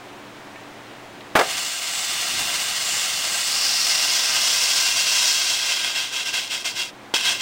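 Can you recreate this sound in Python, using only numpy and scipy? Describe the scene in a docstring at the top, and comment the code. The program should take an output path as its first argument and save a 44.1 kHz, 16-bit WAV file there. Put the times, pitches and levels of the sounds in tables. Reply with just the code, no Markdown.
"""Thermite burning in a small yard

A pile of thermite on the ground, between a shed and a wooden fence, lights with a bang. It sprays a
hissing, crackling jet of gas and molten drops that peaks, breaks up into puffs, dies for a moment and
flares again with a pop. Gas whistles through the slag and the flame rumbles. Shed, fence and ground
colour the hiss with short echoes. Behind it are outdoor air, a far hum, faint rustles and a tick."""
import sys
import numpy as np
from scipy import signal
from scipy.fft import rfft, irfft, next_fast_len
from scipy.io import wavfile

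SR = 44100
rng = np.random.default_rng(int(sys.argv[2]) if len(sys.argv) > 2 else 0)


def output_pcm(signal):
    """Save a mono or channel-first signal as 16-bit PCM at the path in sys.argv[1].

    Samples are clipped to [-1, 1] before scaling.
    """
    pcm = np.clip(np.atleast_2d(signal).T, -1, 1) * 32767
    wavfile.write(sys.argv[1], SR, np.round(pcm).astype(np.int16))


N = 326781
TIME = np.arange(N) / SR
IGNITION_S, OUT_S, FLARE_S = 1.3545, 6.915, 7.1392


# Each row: frequency in Hz, relative density in dB.
SPRAY_SPECTRUM = [(100, -57), (400, -22), (720, -9.5), (1200, -9), (1700, -5.5), (2250, -3), (2700, 1),
                  (3300, 0), (4000, -2), (5500, -3.5), (7000, -8), (9850, -15), (10200, -24.5),
                  (13000, -23), (15500, -20)]
# Each row: time in seconds, gas pressure in the pile from 0 to 1.
GAS_PRESSURE = [(1.45, 0.15), (1.65, 0.5), (2.3, 0.36), (3.25, 0.54), (3.75, 0.72), (4.37, 0.38),
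                (4.58, 0.82), (4.95, 0.63), (5.35, 0.85), (5.95, 0), (6.7, 0.26), (7.2, 0.02)]

def spray(gain_db=2.5, crackle_db=-3, flutter_db=0.57, zones_hz=(1300, 2300, 3500, 4900, 6000, 8000)):
    """Gas and bursting drops make one hiss; pressure brightens it, the crater thins roar and fizz."""
    pressure, sunk = curve(GAS_PRESSURE), crater()
    roar = from_db(3.4 + 0.33 * pressure - 5 * sunk)
    jet = from_db(-1.6 + 8.64 * pressure - 0.25 * sunk)
    spark_fizz = from_db(3.24 + 6.44 * pressure - 4.5 * sunk)
    source = white() + from_db(crackle_db) * crackle(base_per_s=2200, spread_db=4, clump_db=2.5)
    hiss = colour(near_echoes(fence_scatter(source)), SPRAY_SPECTRUM)
    # Four overlapping zones whose shares sum to 1.
    zones = [(roar, [1, 0, 0, 0, 0, 0]), (1, [0, 1, 1, 0, 0, 0]),
             (jet, [0, 0, 0, 1, 1, 0]), (spark_fizz, [0, 0, 0, 0, 0, 1])]
    shaped = from_db(gain_db) * sum(gain * filtered(hiss, zones_hz, shares) for gain, shares in zones)
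    alight = (TIME > IGNITION_S) * np.clip((OUT_S - TIME) / 0.02, 0, 1) + (TIME > FLARE_S)
    flutter = from_db(flutter_db * drift(37))
    return alight * outflow() * flutter * (shaped + vent() + pinholes())


# Each row: time in seconds, relative level of the steady burn in dB.
BURN_LEVEL = [(1.4, -33), (1.65, -31.3), (1.82, -31), (2.3, -28), (3.2, -28.6), (3.8, -27.5), (4.25, -24.6),
              (4.6, -25.5), (5.25, -23.5), (5.55, -27), (5.9, -27), (6.1, -42), (6.85, -50)]
# Each row: start, rise and hold in seconds, relative level in dB.
POWDER_PUFFS = [(1.462, 0.029, 0.036, -33.5), (1.545, 0.029, 0.0039, -29.5), (2.863, 0.027, 0.16, -32.5),
                (3.86, .015, 0.0082, -27.5), (4.458, .01, 0.0041, -27), (4.747, 0.015, 0.0067, -27.5),
                (5.48, 0.017, 0.0017, -26), (5.644, 0.015, 0.065, -27.5), (5.835, 0.012, .015, -26),
                (5.941, .015, 0.051, -26), (6.026, .01, .01, -30), (6.095, 0.063, 0.045, -26.3),
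                (6.243, 0.02, 0.029, -28.5), (6.327, 0.0089, 0.048, -25), (6.41, 0.024, 0.012, -33),
                (6.489, 0.03, 0.028, -26), (6.64, 0.015, 0.012, -25.5), (6.742, 0.035, 0.044, -28),
                (7.14, 0.0017, .022, -21.5), (7.207, 0.055, 0.054, -21.5), (7.385, 0.036, 0.06, -22)]

def outflow(puff_fall_db_per_s=180):
    """The burn builds and runs out of fuel while pockets of powder flare up; they add in power."""
    power = from_db(curve(BURN_LEVEL)) ** 2
    for start, rise, hold, db in POWDER_PUFFS:
        power += (from_db(db) * swell(start, rise, hold, puff_fall_db_per_s)) ** 2
    return np.sqrt(power)


def crater(start_s=3.45, length_s=2.2):
    """How far the pile has sunk into its crater, 0 to 1."""
    return np.clip((TIME - start_s) / length_s, 0, 1)


# Each row: start in seconds, pulse level before filtering in dB, pulse length in seconds,
# scatter level in dB, scatter t60 in seconds.
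BLASTS_AND_SLAPS = [(1.3532, -5.5, .001, -9, 0.16), (1.361, -23, 0.00063, -19, 0.079),
                    (1.391, -2.5, 0.0011, -16.5, 0.18), (1.411, -8, 0.00115, -19, 0.066),
                    (7.139, -10, 0.0011, -20.5, 0.045)]
# Each row: frequency in Hz, relative density in dB.
BANG_SPECTRUM = [(24, -50), (90, -27), (230, -11), (340, -8), (500, 2), (760, 1), (1200, 2), (1700, -3.5),
                 (2700, -11.5), (5000, -23), (9650, -27), (12100, -31), (15000, -31)]

def blasts(low_hz=190, high_hz=5500):
    """Each blast or slap off a wall is an N-shaped pressure pulse, then dense scatter from the yard."""
    pulses, scatter = np.zeros(N), np.zeros(N)
    for start, pulse_db, length, scatter_db, t60 in BLASTS_AND_SLAPS:
        phase = (TIME - start) / length
        pulses += from_db(pulse_db) * (2 * phase - 1) * ((phase >= 0) & (phase < 1))
        scatter += from_db(scatter_db) * decay(start + length, t60)
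    return band(pulses, low_hz, high_hz) + scatter * colour(white(), BANG_SPECTRUM)


# Each row: start in seconds, relative level in dB.
DROP_SNAPS = [(1.3937, -10), (4.032, -23), (4.104, -16), (4.193, -15), (5.845, -17), (5.96, -15),
              (6.271, -21), (6.341, -15), (6.645, -26), (7.1396, -12), (7.21, -13.5), (7.254, -13)]

def snaps(t60_s=0.04, gain_db=-7):
    """Larger drops burst with a short crack in the colour of the spray."""
    envelope = sum(from_db(db + gain_db) * decay(start, t60_s) for start, db in DROP_SNAPS)
    return envelope * near_echoes(colour(white(), SPRAY_SPECTRUM))


def vent(opens_s=3.38, start_hz=4960, climb_hz_per_s=410, gain_db=3.5):
    """Gas through the open vent makes a long, airy, rising whistle."""
    envelope = from_db(gain_db) * swell(opens_s, rise_s=0.26, hold_s=0, fall_db_per_s=8.5)
    return envelope * whistle(start_hz + climb_hz_per_s * (TIME - opens_s), half_width_hz=620)


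# Each row: peak time in seconds, pitch in Hz, relative level in dB.
PINHOLE_WHISTLES = [(1.7, 7400, -6), (2.0, 7700, -3.5), (2.33, 2840, -12.5), (2.93, 7360, -4),
                    (3.03, 2920, -13), (3.299, 4500, -9), (3.4, 7600, -4.5)]

def pinholes(swell_s=0.14, half_width_ratio=0.049):
    """Gas whistles briefly through pinholes in the slag."""
    whistles = np.zeros(N)
    offset_s = np.arange(-SR // 2, SR // 2) / SR
    for peak_s, hz, db in PINHOLE_WHISTLES:
        first = int((peak_s + offset_s[0]) * SR)
        envelope = from_db(db) * np.exp(-(offset_s / swell_s) ** 2)
        tone = whistle(np.full(len(offset_s), hz), half_width_ratio * hz)
        whistles[first:first + len(tone)] += envelope * tone
    return whistles


# Each row: time in seconds, level in dB.
FLAME_LEVEL = [(1.55, -50.5), (1.72, -61), (2.4, -45.5), (2.6, -52.5), (5.35, -55), (5.75, -64.5),
               (7.41, -78)]

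def flame(flutter_db=2):
    """The fireball rumbles unevenly while it burns."""
    spectrum_hz_db = ((25, -5), (70, -5), (180, 0), (330, -5), (600, -16), (2000, -45))
    alight = (TIME > IGNITION_S) * (TIME < OUT_S) + (TIME > FLARE_S)
    level_db = curve(FLAME_LEVEL) + flutter_db * drift(13)
    return alight * from_db(level_db) * colour(white(), spectrum_hz_db)


# Each row: frequency in Hz, level in dB, t60 in seconds.
SHED_MODES = [(415, -24, 0.33), (523, -27, 0.44), (700, -24, 0.44), (768, -18, 0.33), (926, -34, .19),
              (1118, -30, 0.13), (1227, -17.5, 0.23)]

def shed_ring():
    """The shed wall rings after the bang."""
    return struck(IGNITION_S, SHED_MODES)


# Each row: delay in ms, relative gain over the fresh pile, relative gain over the crater.
ECHO_TAPS = [(0.439, 0.023, -0.13), (1.234, -0.16, 0.046), (1.37, 0.082, 0), (1.48, -0.038, 0.1),
             (1.633, -0.032, -0.11), (1.883, -0.063, 0.22), (2.089, -0.082, 0.08), (2.208, -0.12, -0.084),
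             (3.439, -0.079, -0.072), (3.539, 0.0073, -0.15), (5.106, 0.13, 0.018), (6.761, -0.053, -0.028)]

def near_echoes(x, cutoff_hz=6000, gain=1.44):
    """Dull reflections off ground and shed comb the sound; their pattern shifts as the pile sinks."""
    sunk = crater()
    dull = gain * signal.lfilter(*signal.butter(1, cutoff_hz, fs=SR), x)
    echoes = np.zeros(N)
    for delay_ms, pile_gain, crater_gain in ECHO_TAPS:
        delayed = np.interp(TIME - delay_ms / 1000, TIME, dull)
        echoes += (pile_gain + (crater_gain - pile_gain) * sunk) * delayed
    return x + echoes


def fence_scatter(x, wet_db=-7.5, t60_s=0.1):
    """The slats of the fence add a short, sparse tail."""
    age = TIME[:SR // 2]
    reflections = rng.standard_normal(len(age)) * (rng.random(len(age)) < .03)
    tail = reflections * (age > .005) * from_db(-60 * age / t60_s)
    return x + from_db(wet_db) * signal.fftconvolve(x, tail / np.linalg.norm(tail))[:N]


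# Each row: frequency in Hz, level in dB, t60 in seconds.
TICK_MODES = [(1810, -39, 0.13), (2270, -37, .08), (2560, -42, .05), (2830, -43, .05)]

def tick(start_s=.559):
    """One faint, ringing tick before the pile catches."""
    return struck(start_s, TICK_MODES)


# Each row: start in seconds, level in dB, t60 in seconds.
SCUFFS = [(.083, -51, .2), (.281, -47, .25), (.869, -48, .1), (.911, -42, .1), (.934, -48, .1),
          (1.153, -48, .12), (1.207, -48, .1)]

def rustles(low_hz=1600, high_hz=3800):
    """Soft, gritty scuffs close by before the pile catches."""
    grit = rms_one(band(crackle(base_per_s=2500, spread_db=4, clump_db=7), low_hz, high_hz))
    return grit * sum(from_db(db) * decay(start, t60) for start, db, t60 in SCUFFS)


# Each row: time in seconds, air level in dB.
BACKGROUND_LEVEL = [(0, -41), (1.35, -41), (1.5, -50), (5.8, -47), (6.9, -43.5), (7.41, -42)]
# Each row: frequency in Hz, relative density in dB.
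AIR_SPECTRUM = [(25, -10), (70, -14), (115, -3.5), (180, -3.5), (300, 0), (450, -1), (700, 1), (1200, -3),
                (2800, -8.5), (4500, -16), (9800, -26), (12000, -34), (15500, -27)]
# Each row: frequency in Hz, relative level in dB.
HUM_TONES = [(118.4, -56), (210, -55.5), (290.7, -52), (360.7, -52.5)]

def background(hum_gain_db=-2.5, waver_depth=0.37, waver_per_s=5):
    """Outdoor air and the wavering far hum of the neighbourhood, on one level curve."""
    level_db = curve(BACKGROUND_LEVEL)
    hum = np.zeros(N)
    for hz, db in HUM_TONES:
        amplitude = np.sqrt(2) * from_db(db + hum_gain_db) * (1 + waver_depth * drift(waver_per_s))
        hum += amplitude * np.sin(2 * np.pi * hz * TIME + drift(waver_per_s))
    air = from_db(level_db) * colour(white(), AIR_SPECTRUM)
    return air + from_db(level_db - level_db[0]) * hum


def crackle(base_per_s, spread_db, clump_db):
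    """Tiny clicks in clumps, some much larger than the rest; rms 1."""
    fires = rng.random(N) < base_per_s * from_db(clump_db * drift(25)) / SR
    sizes = from_db(spread_db * np.minimum(rng.exponential(1, N), 3.2))
    return rms_one(fires * sizes * rng.choice([-1, 1], N))


def whistle(pitch_hz, half_width_hz):
    """Narrow noise along a pitch track; rms 1."""
    noise = rng.standard_normal(len(pitch_hz)) + 1j * rng.standard_normal(len(pitch_hz))
    turbulence = signal.lfilter(*signal.butter(2, half_width_hz, fs=SR), noise)
    carrier = np.exp(2j * np.pi * np.cumsum(pitch_hz) / SR)
    return rms_one(np.real(turbulence * carrier))


def struck(start_s, modes):
    """Modes set ringing by one blow."""
    return sum(from_db(db) * decay(start_s, t60) * np.sin(2 * np.pi * hz * (TIME - start_s))
               for hz, db, t60 in modes)


def swell(start_s, rise_s, hold_s, fall_db_per_s):
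    """Envelope that rises, holds and dies away."""
    age = TIME - start_s
    return np.clip(age / rise_s, 0, 1) * from_db(-fall_db_per_s * np.clip(age - rise_s - hold_s, 0, 4))


def decay(start_s, t60_s):
    """Envelope that jumps to 1 and dies away."""
    return (TIME >= start_s) * from_db(-60 * np.clip((TIME - start_s) / t60_s, 0, 5))


def drift(per_s):
    """Slow random curve changing about per_s times a second; rms 1."""
    step, settle = 20, 2000
    pole = np.exp(-2 * np.pi * per_s * step / SR)
    noise = rng.standard_normal(N // step + settle + 2)
    slow = signal.lfilter([1], [1, -2 * pole, pole * pole], noise)[settle:]
    return np.interp(np.arange(N) / step, np.arange(len(slow)), rms_one(slow))


def curve(rows):
    """Time and value rows, interpolated to every sample."""
    return np.interp(TIME, *np.transpose(rows))


def colour(x, spectrum):
    """Shape by rows of Hz and dB; rms 1."""
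    hz, level_db = np.transpose(spectrum)
    return rms_one(filtered(x, hz, from_db(level_db)))


def filtered(x, hz, gains):
    """Filter with gains interpolated over log frequency."""
    size = next_fast_len(N + SR // 10)
    bins_hz = np.maximum(np.fft.rfftfreq(size, 1 / SR), 1)
    response = np.interp(np.log(bins_hz), np.log(hz), gains)
    return irfft(rfft(x, size) * response, size)[:N]


def band(x, low_hz, high_hz):
    """Gentle band-pass."""
    return signal.sosfilt(signal.butter(2, [low_hz, high_hz], "band", fs=SR, output="sos"), x + 1e-18)


def white():
    """Fresh white noise."""
    return rng.standard_normal(N)


def rms_one(x):
    """Scale to rms 1."""
    return x / np.sqrt(np.mean(x ** 2) + 1e-20)


def from_db(db):
    """Decibels to gain."""
    return 10 ** (np.asarray(db) / 20)


def scene():
    """Everything reaches one microphone; both channels are alike."""
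    thermite = spray() + snaps() + blasts() + flame()
    mono = thermite + shed_ring() + background() + tick() + rustles()
    return np.array([mono, mono])


def record(dry, ceiling=.95, cutoff_hz=15800):
    """The bang overloads the input; a steep low-pass cuts the top."""
    lowpass = signal.ellip(10, .1, 75, cutoff_hz, fs=SR, output="sos")
    return signal.sosfilt(lowpass, np.clip(dry, -ceiling, ceiling))


dry = scene()
out = record(dry)
output_pcm(out)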